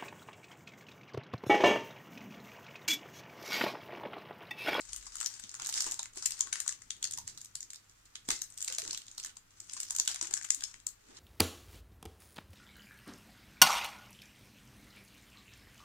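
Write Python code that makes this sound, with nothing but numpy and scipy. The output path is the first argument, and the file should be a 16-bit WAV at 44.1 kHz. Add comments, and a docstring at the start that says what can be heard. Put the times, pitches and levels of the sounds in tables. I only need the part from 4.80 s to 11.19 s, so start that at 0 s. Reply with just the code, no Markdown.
"""Biscuit wrapper handled in a small room

A thin plastic wrapper is handled close to a pair of spaced microphones: creases buckle in sharp snaps
over a finer crackle, each a burst of noise shaped by resonances. A bite drives damped modes with blows,
and fingers tap as decaying tones. Hands and sleeves rustle low down as shaped noise; a faint background
of noise and a hum lies beneath, and echoes with a diffuse tail place the near sounds in a furnished room.
"""
import sys
import numpy as np
from scipy import signal
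from scipy.fft import rfft, irfft, next_fast_len
from scipy.io import wavfile
from scipy.ndimage import map_coordinates

SR = 44100
rng = np.random.default_rng(int(sys.argv[2]) if len(sys.argv) > 2 else 0)


def generate_wav(sig):
    """Save sig (samples, or channels by samples) to the path in sys.argv[1] as 16-bit PCM at SR."""
    pcm = np.round(np.clip(np.atleast_2d(sig).T, -1, 1) * 32767).astype(np.int16)
    wavfile.write(sys.argv[1], SR, pcm)


def attenuation_scalar(level_db):
    """Turn a level in dB into a linear amplitude multiplier (20 dB per decade)."""
    decades = np.asarray(level_db, float) / 20
    return 10 ** decades


N = 281856


def unit(x):
    """Normalization: scale to an rms of 1."""
    return x / np.sqrt(np.mean(x ** 2) + 1e-20)


def along(points, hz):
    """Spectral interpolation: (Hz, value) points joined on a logarithmic frequency axis."""
    f, v = np.transpose(points)
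    return np.interp(np.log(hz + 1), np.log(f + 1), v)


def curves(rows):
    """Linear interpolation in time: one value per sample for each column after the time."""
    s, *columns = np.transpose(rows)
    return [np.interp(np.arange(N) / SR, s, column) for column in columns]


def summed(*dbs):
    """Incoherent addition: levels in dB add as powers."""
    return 10 * np.log10(sum(attenuation_scalar(db) ** 2 for db in dbs) + 1e-20)


def wobble(rate):
    """Slow fluctuation: a smooth curve through random knots of unit deviation, rate knots a second."""
    return map_coordinates(rng.standard_normal(300), [np.arange(N) * rate / SR])


def filtered(x, response):
    """Linear filtering: multiply the spectrum by a complex response of frequency."""
    m = next_fast_len(x.shape[-1] + 8192)
    return irfft(rfft(x, m) * response(np.fft.rfftfreq(m, 1 / SR)), m)[..., :x.shape[-1]]


def resonance(hz, centre_hz, width_hz):
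    """Damped mode: the causal response of one resonator, 1 at its centre."""
    return 1j * hz * width_hz / (centre_hz ** 2 - hz ** 2 + 1j * hz * width_hz + 1e-9)


def causal(spectrum, hz):
    """Minimum phase: folding the cepstrum gives a causal response of the stated (Hz, dB) colour."""
    cepstrum = irfft(np.log(attenuation_scalar(along(spectrum, hz)) + 1e-5))
    half = len(cepstrum) // 2
    cepstrum[1:half] *= 2
    cepstrum[half + 1:] = 0
    return np.exp(rfft(cepstrum))


# Likeness of diffuse sound at the two microphones.
# Each row: frequency in Hz, correlation of left and right from -1 to 1.
COHERENCE = [(60, 0.99), (100, 0.97), (180, 0.71), (310, 0.33), (550, -0.93), (950, 0.15), (1650, -0.062),
             (2860, 0.067), (4970, -0.1), (8640, -0.066), (15000, 0.32)]


def diffuse(pair):
    """Spatial coherence: spaced microphones share much of the bass and little of the treble."""
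    def turn(hz):
        return np.arcsin(np.clip(along(COHERENCE, hz), -1, 1)) / 2
    own = filtered(pair, lambda hz: np.cos(turn(hz)))
    shared = filtered(pair[::-1], lambda hz: np.sin(turn(hz)))
    return own + shared


def noise(spectrum):
    """Shaped random noise: a diffuse stereo field of rms 1 with the given (Hz, dB) spectrum."""
    return unit(diffuse(filtered(rng.standard_normal((2, N)), lambda hz: attenuation_scalar(along(spectrum, hz)))))


def noise_band(centre_hz, width_hz):
    """Narrow-band noise: a diffuse field of rms 1 passed twice through one resonance."""
    white = rng.standard_normal((2, N))
    return unit(diffuse(filtered(white, lambda hz: resonance(hz, centre_hz, width_hz) ** 2)))


def placed(x, lag, pan_db):
    """Time and level differences: the left microphone hears x lag seconds later and pan_db louder."""
    delays = lambda hz: np.exp(-1j * np.pi * lag * np.outer([1, -1], hz))
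    return filtered(np.array([x, x]), delays) * attenuation_scalar(pan_db * np.array([[.5], [-.5]]))


# Spectrum of the steady hiss. Each row: frequency in Hz, relative density in dB per Hz.
HISS_SPECTRUM = [(12, -39), (20, -24.5), (91, -1), (265, -11), (351, -13.5), (416, -14), (452, -4.5),
                 (535, -5), (652, -8.5), (913, -9), (1210, -4), (1560, -4.5), (4930, -12.5), (15200, -19.5),
                 (16500, -35)]


def hiss():
    """Stationary noise: a constant level of broadband hiss."""
    return attenuation_scalar(-68.5) * noise(HISS_SPECTRUM)


UNSTEADY_DB = 1.5  # deviation of the rumble and the drone from their mean levels
# Spectrum of the house's rumble. Each row: frequency in Hz, relative density in dB per Hz.
RUMBLE_SPECTRUM = [(8.8, -33), (15, 8.5), (49, -13.5), (102, -3.5), (147, -10), (300, -12), (390, -39),
                   (660, -120)]


def rumble():
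    """Modulated noise: the low rumble of the house wavers slowly in level."""
    return attenuation_scalar(-73.5 + UNSTEADY_DB * wobble(5)) * noise(RUMBLE_SPECTRUM)


# Drone through the walls. Each row: time in seconds, mean level in dB.
DRONE_LEVEL = [(0, -66), (.27, -67), (.45, -73), (1.3, -75.5), (2.2, -78), (6.39, -74.5)]


def drone():
    """Narrow-band transmission: a wavering band of noise in the deep bass comes through the walls."""
    return attenuation_scalar(curves(DRONE_LEVEL)[0] + UNSTEADY_DB * wobble(6.2)) * noise_band(42.3, 17)


# Shifts of weight on the chair.
# Each row: time of the peak in seconds, level in dB, time from the peak to 10 dB below it in seconds.
CHAIR_SHIFTS = [(.82, -69.5, 0.065), (2.452, -65.5, .2), (3.49, -73, 0.091), (4.076, -63, 0.064),
                (5.462, -73.5, 0.11)]


def chair():
    """Impulsive structural excitation: bell-shaped bursts of low noise make dull thumps."""
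    t = np.arange(N) / SR
    thumps_db = [db - 10 * ((t - s) / half) ** 2 for s, db, half in CHAIR_SHIFTS]
    return attenuation_scalar(summed(*thumps_db)) * noise_band(100, 120)


# Mains hum. Each row: frequency in Hz, mean level in dB rms.
MAINS_HUM = [(100, -77.5)]


def hum():
    """Periodic tone: a mains sine wanders a little in level and phase, alike at both microphones."""
    t = np.arange(N) / SR
    out = np.zeros(N)
    for hz, db in MAINS_HUM:
        level = attenuation_scalar(db + 0.93 * wobble(9)) * np.sqrt(2)
        out += level * np.sin(2 * np.pi * hz * t + 0.42 * wobble(11))
    return out


def background():
    """Superposition: hiss, rumble, drone, chair and hum add linearly."""
    return hiss() + rumble() + drone() + chair() + hum()


# First echoes from near walls.
# Each row: earliest delay in seconds, mean level in dB relative to the energy of the diffuse tail.
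WALL_ECHOES = [(.008, -8.5), (0.0103, -19.5), (0.0143, -12.5), (.02, -16.5)]
# Decay of the room. Each row: frequency in Hz, time to fall 60 dB in seconds.
ROOM_DECAY = [(300, 0.071), (1500, 0.27), (4000, 0.25), (8000, 0.15), (15000, 0.27)]


def room(x):
    """Reverberation: single echoes and a diffuse tail, with a new random pattern at regular steps."""
    step, gap = 4096, round(.0072 * SR)  # samples between new patterns, and before the tail begins
    out = np.zeros((2, N + SR))
    for start in range(0, N, step):
        hz, t, z = signal.stft(rng.standard_normal((2, SR // 3)), SR, nperseg=128)
        decay = attenuation_scalar(-60 * t / along(ROOM_DECAY, hz)[:, None])
        tail = signal.istft(z * decay, SR, nperseg=128)[1]
        tail /= np.linalg.norm(tail[0])
        for s, db in WALL_ECHOES:
            at = round(s * SR) - gap + rng.integers(0, 40, size=2)
            tail[[0, 1], at] += attenuation_scalar(db + rng.normal(0, 4.5, size=2))
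        wet = signal.fftconvolve(x[:, start:start + step], tail, axes=1)
        out[:, start + gap:start + gap + wet.shape[1]] += wet
    return diffuse(out[:, :N])


# Grip of the fingers.
# Each row: time in seconds, relative level of fine crackle in dB, left over right in dB.
GRIP = [(0, -50.5, 1), (.3, -49, 2), (.6, -45.5, 1.5), (.9, -60, -4), (1.15, -80, 0), (1.28, -63.5, -3),
        (1.45, -44.5, 1), (1.8, -51, 3), (2.1, -61.5, 2.5), (2.5, -54, -5), (2.72, -66.5, 0),
        (3.1, -63, -4.5), (3.45, -67.5, -3), (3.7, -63.5, 1.5), (3.9, -47.5, -3.5), (4.2, -56, -2),
        (4.45, -56, -4.5), (4.6, -75, -2.5), (4.85, -53, 0), (5.1, -54.5, -3), (5.6, -59, 2.5),
        (5.9, -48.5, 2), (6.05, -70, 2.5), (6.39, -64.5, -3)]
# Squeezes of the film and the crunch of the bite: bursts of crackle, panels and rustle.
# Each row: time of the peak in seconds, relative levels of crackle, panels and rustle in dB,
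# time to fade by 60 dB in seconds.
HANDLING_BURSTS = [(0.0, -60, -53, -84, 0.25), (0.438, -50, -67, -77.5, 0.12),
                   (0.639, -63, -47.5, -64, 0.144), (0.759, -61, -48, -77, .3), (.82, -60, -42, -59.5, .5),
                   (.96, -28, -36.5, -63.5, 0.62), (1.068, -45, -38.5, -53.5, 0.29),
                   (1.369, -35.5, -44.5, -62.5, 0.27), (1.548, -45, -67, -87, 0.31),
                   (1.65, -58, -65, -65, 0.54), (1.76, -42, -49, -75, 0.58), (2.22, -70, -58, -68, 1.4),
                   (2.479, -43, -59, -68, 0.3), (3.506, -26, -74, -49.5, 0.28), (3.91, -50, -47, -63, 0.28),
                   (3.99, -38, -49, -65, 0.45), (4.07, -47, -48, -55.5, 0.38),
                   (4.469, -58, -49.5, -67, 0.19), (4.819, -46, -70, -72, 0.26),
                   (4.961, -44, -53.5, -70.5, 1.2), (5.199, -55, -68, -58, 0.16),
                   (5.29, -32, -37.5, -63.5, .3), (5.428, -37, -38, -64, 0.19),
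                   (5.501, -60, -49, -57.5, 0.34), (5.64, -45, -65, -77, .4), (6.33, -73, -51, -61.5, 1.36)]
RISE_SHARE = 0.28  # a burst rises in this share of the time it takes to fade
PANEL_DB = -5  # steady panels relative to steady crackle
RUB_DB, RUB_GROWS = -78, .25  # steady rustle at a grip of -51 dB, and its dB per dB of grip


def handling():
    """Common control: grip and bursts set crackle, panels and rustle; bursts rise fast, fade slowly."""
    grip_db, pan_db = curves(GRIP)
    t = np.arange(N) / SR
    power = np.zeros((3, N))
    for s, *dbs, t60 in HANDLING_BURSTS:
        fade = np.where(t < s, (s - t) / (RISE_SHARE * t60), (t - s) / t60)
        power += np.outer(attenuation_scalar(dbs), attenuation_scalar(-60 * fade)) ** 2
    steady = attenuation_scalar([grip_db, grip_db + PANEL_DB, RUB_DB + RUB_GROWS * (grip_db + 51)]) ** 2
    crackle_db, panel_db, rub_db = 10 * np.log10(power + steady)
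    return crackle_db, panel_db, rub_db, pan_db


# Spectrum of hands on cloth. Each row: frequency in Hz, relative density in dB per Hz.
RUSTLE_SPECTRUM = [(41, -1), (70, -11), (96, -7.5), (150, -20.5), (330, 1.5), (606, -5.5), (700, -13),
                   (910, -5), (1540, -120)]


def rustle(rub_db):
    """Friction noise: soft low rubbing of hands and cloth, in irregular lumps."""
    return attenuation_scalar(rub_db + 2.7 * wobble(40)) * noise(RUSTLE_SPECTRUM)


# Soft finger taps.
# Each row: start in seconds, relative level in dB, frequency in Hz, time to fall 60 dB in seconds.
FINGER_TAPS = [(0.638, -55.5, 202, 0.041), (0.797, -42.5, 1115, 0.018), (1.37, -50, 377, 0.045),
               (1.666, -58, 1100, 0.063), (2.382, -41.5, 950, 0.023), (3.897, -53.5, 513, 0.21),
               (3.984, -41.5, 654, 0.041), (4.029, -49, 438, 0.072), (4.966, -44, 1076, 0.017),
               (5.19, -45, 995, 0.021), (5.423, -52.5, 331, 0.13), (5.535, -58, 320, 0.037),
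               (5.775, -60.5, 290, 0.048), (6.289, -57, 272, 0.056)]


def taps():
    """Damped free vibration: fingers meet the biscuit and each other, each a dull decaying tone."""
    out, t = np.zeros(N + SR), np.arange(SR // 8) / SR
    for s, db, hz, t60 in FINGER_TAPS:
        onset = 1 - np.exp(-t / 0.0013)
        tone = attenuation_scalar(db + 6 - 60 * t / t60) * onset * np.sin(2 * np.pi * hz * t)
        out[round(s * SR):][:len(t)] += tone
    return out[:N]


# Teeth through the biscuit. Each row: time in seconds, relative level of the blow in dB.
BITE_BLOWS = [(3.488, -27), (3.495, -37.5)]
# Low resonances of biscuit and jaw. Each row: centre in Hz, width in Hz, relative level in dB.
BISCUIT_MODES = [(275, 150, 4), (640, 10, -8), (854, 11, -0.5)]


def bite():
    """Impulse excitation: the breaking biscuit strikes the low modes of biscuit and jaw."""
    blows = np.zeros(N)
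    for s, db in BITE_BLOWS:
        blows[round(s * SR)] = attenuation_scalar(db + 29.5)

    def body(hz):
        modes = [attenuation_scalar(db) * resonance(hz, centre, width) for centre, width, db in BISCUIT_MODES]
        return sum((-1) ** k * mode for k, mode in enumerate(modes))  # neighbours in opposite phase
    return filtered(blows, body)


# Colour of film and microphone. Each row: frequency in Hz, relative level in dB per Hz.
FILM_COLOUR = [(290, -61.5), (500, -47.5), (605, -11), (898, -10.5), (1500, -5), (2430, -8), (4490, -2),
               (4970, -1.5), (6960, 5.5), (8540, 1), (10800, -12.5), (15100, -35), (16500, -61.5)]


def buckles(s, db, crease_hz, body_db, body_hz, sheen_db, pan_db, life):
    """Snap-through buckling: each buckle shakes the film, heard differently at each microphone."""
    size, lead = 768, .004  # samples in a burst, and seconds from the start of a burst to its peak
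    t, hz = np.arange(size) / SR, np.fft.rfftfreq(size, 1 / SR)
    # each burst swells briefly, peaks, and fades by 60 dB in life seconds
    swell = attenuation_scalar(-60 * np.where(t < lead, (lead - t) / 0.0095, (t - lead) / life))
    swell += 2 * (t >= lead) * attenuation_scalar(-60 * np.abs(t - lead) / 0.0016)  # a sharp click at the peak
    shake = rfft(rng.standard_normal((len(s), 2, size)) * swell)

    def column(v):
        return np.asarray(v)[:, None, None]

    def part(colour, level_db):  # equal energy for every buckle before its level
        return attenuation_scalar(level_db) * colour / np.linalg.norm(shake * colour, axis=2, keepdims=True)

    film = causal(FILM_COLOUR, hz)
    flick = resonance(hz, 4804, 11360) ** 2  # the whole crease flicks
    ring = resonance(hz, column(crease_hz), 0.17 * column(crease_hz))  # and rings at its own pitch
    crease = flick * (0.5 + 0.85 * ring)
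    panel = resonance(hz, column(body_hz), 0.33 * column(body_hz))  # a larger panel flexes
    body = 0.34 * resonance(hz, 1654, 4770) ** 2 + 1.3 * panel
    sheen = resonance(hz, 14130, 4670) ** 3  # highest treble
    colour = part(film * crease, 0)
    colour = colour + part(film * body, column(body_db)) + part(film * sheen, column(sheen_db))
    level = attenuation_scalar(column(db) + np.outer(pan_db, [.5, -.5])[:, :, None])
    sound = irfft(shake * colour, size) * level
    first = np.round(np.maximum(s + .0006 - lead, 0) * SR).astype(int)
    where = (first[:, None] + np.arange(size)).ravel()
    return np.array([np.bincount(where, sound[:, ear].ravel(), N + size)[:N] for ear in range(2)])


def swarm(crackle_db, panel_db, pan_db):
    """Random point process: many small buckles at random times, their size following the handling."""
    when, size, pitch, tone, depth, shine, side = rng.random((3000, 7)).T
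    at = (when * N).astype(int)
    small_db = crackle_db[at] - 3.15 * np.log(1 - size)  # few large, many small
    panels_db = panel_db[at] - crackle_db[at] + 8 * (tone - .5)
    crease_hz, body_hz = 4000 * 2.2 ** pitch, 800 * 5.25 ** depth
    sheen_db, side_db = 8 * shine - 28, pan_db[at] + 6 * (side - .5)
    return attenuation_scalar(33) * buckles(at / SR, small_db, crease_hz, panels_db, body_hz, sheen_db, side_db, life=0.058)


# Creases that buckle.
# Each row: time in seconds, relative level in dB, crease pitch in Hz, panel level over the crease in dB,
# panel pitch in Hz.
CREASE_SNAPS = [(0.0087, -36, 7900, -23, 1520), (0.016, -39.4, 4430, -20, 1380),
                (0.1234, -41, 9730, -15, 1280), (0.1318, -27.5, 9990, -21, 2970),
                (0.1447, -37, 6720, -11, 1420), (0.1621, -29.5, 9000, -13, 2970),
                (0.2267, -48.5, 6800, 2, 1890), (0.3549, -31, 8160, -8, 1420),
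                (0.368, -34, 6930, -18, 1980), (0.384, -38.8, 3100, -15, 1080),
                (0.4028, -27, 7700, -18, 2890), (0.4116, -25, 8140, -8.5, 1440),
                (0.429, -33.5, 4400, 0.5, 1030), (0.4447, -29, 6900, -15, 780),
                (0.4608, -19, 5740, -43, 2610), (0.5391, -36.5, 4740, -25, 2670),
                (0.5973, -36, 8000, -9.5, 1640), (0.638, -35.2, 3060, -17, 2750),
                (0.6932, -35, 5300, -23, 2540), (0.7147, -39, 6800, -15, 2450),
                (0.7419, -34, 8240, -4, 1550), (0.7505, -32.5, 6800, -26, 2460),
                (0.7982, -39, 5990, 7, 1290), (0.8197, -30, 6550, -7, 695), (0.8467, -31, 8440, -23, 2710),
                (0.8609, -26.5, 9560, -10, 1600), (0.8697, -24.5, 6680, -20, 730),
                (0.8903, -26.5, 8100, -6, 840), (0.8967, -27.5, 4940, -24, 2710),
                (0.9256, -28.8, 9130, -8, 2670), (0.9399, -23, 4700, -23, 2840),
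                (0.9566, -30, 9260, -16, 2240), (0.9768, -23, 5050, -14, 2170),
                (1.0057, -17.5, 4820, -41, 2760), (1.0215, -23.5, 8960, -14, 990),
                (1.0427, -27.5, 5170, -8, 1850), (1.0649, -28.5, 7970, -4.5, 1040),
                (1.0739, -32, 6500, -6, 860), (1.112, -26.5, 6500, -13, 690),
                (1.1197, -23.5, 7840, -14, 820), (1.142, -30, 7900, -23, 1080),
                (1.193, -26.5, 3500, -3, 900), (1.2298, -29.5, 6600, -7, 2040),
                (1.2567, -40, 3100, 3, 2050), (1.3343, -47, 7300, -16, 950), (1.3585, -41.5, 8010, -9, 860),
                (1.3741, -33.5, 9860, -5, 694), (1.4405, -41, 8000, -19, 1680),
                (1.4463, -39, 4870, -15, 2970), (1.4585, -14, 7540, -55, 2410),
                (1.5069, -27, 9400, -22, 2450), (1.5204, -28, 4650, -9, 2600),
                (1.592, -33, 7110, -13, 1250), (1.6076, -14, 7000, -21, 1180),
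                (1.6716, -46, 3270, 8.5, 1550), (1.7282, -21, 9600, -3.5, 2310),
                (1.7562, -33, 4770, 2, 1940), (1.8022, -22, 10400, -12.5, 1890),
                (1.8786, -18.5, 8910, -23, 1540), (1.8919, -23, 7240, -13, 1850),
                (1.9241, -31.3, 6500, -10, 2800), (2.0193, -41, 6300, -6, 1810),
                (2.1055, -24, 3420, -31, 2770), (2.2274, -24, 3450, -22, 2030),
                (2.2421, -19.5, 4500, -34, 2430), (2.2524, -30.5, 6400, -6, 2540),
                (2.2723, -31.9, 4470, -16, 1720), (2.3105, -29, 9860, -36, 2280),
                (2.3227, -31, 9450, -34, 2280), (2.3362, -25.0, 7490, -22, 2400),
                (2.375, -29.5, 11000, -15, 2240), (2.3856, -29, 6200, -12.5, 950),
                (2.4768, -28, 7000, -11, 2270), (2.5756, -36, 3800, -13, 1210),
                (2.5813, -41, 8570, -16, 1770), (2.607, -44.7, 4740, -12, 690),
                (2.6147, -33.9, 7150, -35, 1770), (2.647, -37, 7950, -33, 2970),
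                (2.6575, -40.5, 5800, -20, 2200), (2.754, -25.5, 9800, -33, 2280),
                (2.806, -31, 6450, -23, 2970), (2.8287, -32, 5540, -29, 2140),
                (2.9037, -33.5, 7900, -25, 2930), (2.9329, -35.5, 7700, -9, 2230),
                (2.9448, -40, 3630, -28, 2020), (2.9586, -38, 4570, -25, 2280),
                (3.0962, -48.5, 5130, -17, 1160), (3.255, -49.5, 7100, -16, 900),
                (3.355, -32.5, 3160, -4.5, 2330), (3.488, -24.5, 8660, -1, 850),
                (3.5046, -23, 6000, 4.5, 2140), (3.514, -24.5, 7750, -7, 2054),
                (3.5909, -38, 7750, -17, 2800), (3.6182, -23, 6200, -18, 2080),
                (3.639, -38, 8200, -14, 1980), (3.702, -42.5, 8230, -18, 690),
                (3.723, -43.5, 6500, -19, 780), (3.7406, -47, 10250, -25, 2890),
                (3.7761, -32, 8310, -39, 2970), (3.784, -35.5, 5940, -34, 2500),
                (3.8054, -30.5, 9260, -26, 1940), (3.8166, -28.5, 7450, -31, 2240),
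                (3.8255, -23.5, 7710, -36, 2220), (3.8457, -26, 7960, -42, 2070),
                (3.878, -25.5, 3920, -19, 3050), (3.8821, -26.5, 9300, -4, 2210),
                (3.9, -33, 4310, -3, 2110), (3.9244, -29, 6800, -3, 3000), (3.9488, -26.7, 6980, -23, 3030),
                (3.9842, -21, 10600, -10, 2500), (4.019, -31.5, 4440, -5, 2500),
                (4.0506, -34, 4950, -12, 1810), (4.077, -28.5, 3800, -26, 2450),
                (4.109, -24, 4780, -31, 2970), (4.1307, -26.5, 5450, -12.5, 820),
                (4.147, -34, 3080, 2.5, 2900), (4.1752, -28.5, 3450, -31, 3000),
                (4.218, -46, 3030, 2, 2820), (4.2664, -46, 3160, -7, 900), (4.2816, -39.5, 3500, -12, 3000),
                (4.3139, -38.5, 6860, -23, 1210), (4.3493, -49, 6680, -8, 1340),
                (4.3798, -29, 4220, -13, 1160), (4.399, -31.5, 3130, -14, 3000),
                (4.43, -37, 5400, -19, 2970), (4.4368, -32, 5260, -25, 2890),
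                (4.4475, -28, 6750, -11.5, 1810), (4.4607, -34, 8870, -4, 2890),
                (4.4942, -49, 3060, 2, 3000), (4.569, -36, 6840, -12.5, 950),
                (4.8024, -32.5, 7500, -30, 1890), (4.8964, -39.5, 4300, 0.5, 3020),
                (4.9205, -43, 8900, -20, 2580), (4.9297, -45, 9730, -22, 2970),
                (4.9344, -28, 8400, -36, 2840), (4.9753, -40, 6500, 2, 1080), (5.002, -23, 8230, -25, 2670),
                (5.0314, -27.5, 7900, -23, 1630), (5.0853, -40, 5250, -19, 2450),
                (5.0991, -36, 6200, -21, 2800), (5.107, -21, 7130, -11, 1000),
                (5.1499, -26.5, 6630, -13, 1580), (5.1633, -21.5, 7580, -25, 2970),
                (5.1854, -21, 6800, -33, 2330), (5.1984, -13, 5940, -30, 1970),
                (5.2514, -32.8, 7800, -17, 900), (5.259, -41, 3490, 3, 2630),
                (5.2769, -16.5, 3150, -11, 1460), (5.3141, -29, 4600, -19, 2580),
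                (5.3447, -28.5, 10420, -11, 690), (5.3595, -32, 3380, -1.5, 1830),
                (5.4128, -23.5, 5300, -4.5, 1050), (5.4265, -24.5, 8340, -11, 780),
                (5.454, -35, 6640, -11, 860), (5.4706, -30.4, 7050, -12, 2970),
                (5.5098, -33.5, 7060, -2.5, 840), (5.528, -40.5, 3700, 0, 835),
                (5.5385, -16.5, 6930, -15, 1890), (5.568, -34, 7700, 0.5, 1750),
                (5.5747, -28.5, 5440, -5.5, 1570), (5.6125, -40, 7110, 3, 1700),
                (5.625, -35, 7190, -13, 2200), (5.6323, -36, 7040, -18, 2760),
                (5.6445, -34, 7190, -7, 1510), (5.6484, -33.5, 6850, 0.5, 2140),
                (5.6882, -41.8, 3060, -2, 1720), (5.7045, -12.5, 6900, -18.5, 2240),
                (5.7461, -23, 8300, -34, 1350), (5.8075, -34, 3400, -18, 2890),
                (5.8218, -39, 7240, 1, 1690), (5.8373, -21.5, 5260, -27, 1640),
                (5.8975, -52, 5250, -14, 1090), (5.9414, -45.5, 7000, 5.5, 2040),
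                (6.0004, -47.8, 3270, -14, 2200), (6.0676, -21.5, 7450, -21.5, 1260)]
# highest treble of a snap over its crease: mean, full width of scatter, rise with crease pitch
SHEEN_DB, SHEEN_SPREAD_DB, SHEEN_DB_PER_OCTAVE = -20, 16.5, 1


def snaps(pan_db):
    """Elastic energy release: single creases let go in loud snaps, each with its own pitches."""
    s, db, crease_hz, body_db, body_hz = np.transpose(CREASE_SNAPS)
    scatter_db = SHEEN_SPREAD_DB * (rng.random(len(s)) - .5)
    sheen_db = SHEEN_DB + scatter_db + SHEEN_DB_PER_OCTAVE * np.log2(crease_hz / 6500)
    side_db = pan_db[(s * SR).astype(int)]
    return attenuation_scalar(41.0) * buckles(s, db, crease_hz, body_db, body_hz, sheen_db, side_db, life=0.019)


# How the two microphones differ for near sound. Each row: frequency in Hz, left over right in dB.
NEAR_BALANCE = [(60, 0.0), (120, -1), (240, 1), (480, -2.5), (950, -3), (1890, 4), (3770, -1), (7520, 6),
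                (15000, -2.5)]


def wrapper(crackle_db, panel_db, pan_db):
    """Superposition in the near field: snaps and swarm share one stereo coherence and balance."""
    film = diffuse(snaps(pan_db) + swarm(crackle_db, panel_db, pan_db))
    return filtered(film, lambda hz: attenuation_scalar(np.outer([.5, -.5], along(NEAR_BALANCE, hz))))


def scene():
    """Direct and reverberant fields: near sources, their room, the rustle and the background add."""
    crackle_db, panel_db, rub_db, pan_db = handling()
    near = wrapper(crackle_db, panel_db, pan_db)
    near = near + placed(bite(), lag=0.00076, pan_db=-2.5)
    near = near + placed(taps(), lag=0.00081, pan_db=-0.5)
    return near + attenuation_scalar(-7.5) * room(near) + rustle(rub_db) + background()


def low_pass(x):
    """Removes everything above the highest recorded frequency."""
    return signal.sosfilt(signal.butter(12, 16970, fs=SR, output="sos"), x)


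def record(dry):
    """Signal chain: the finished stereo mix passes to the last stage."""
    return low_pass(dry)


dry = scene()
out = record(dry)
generate_wav(out)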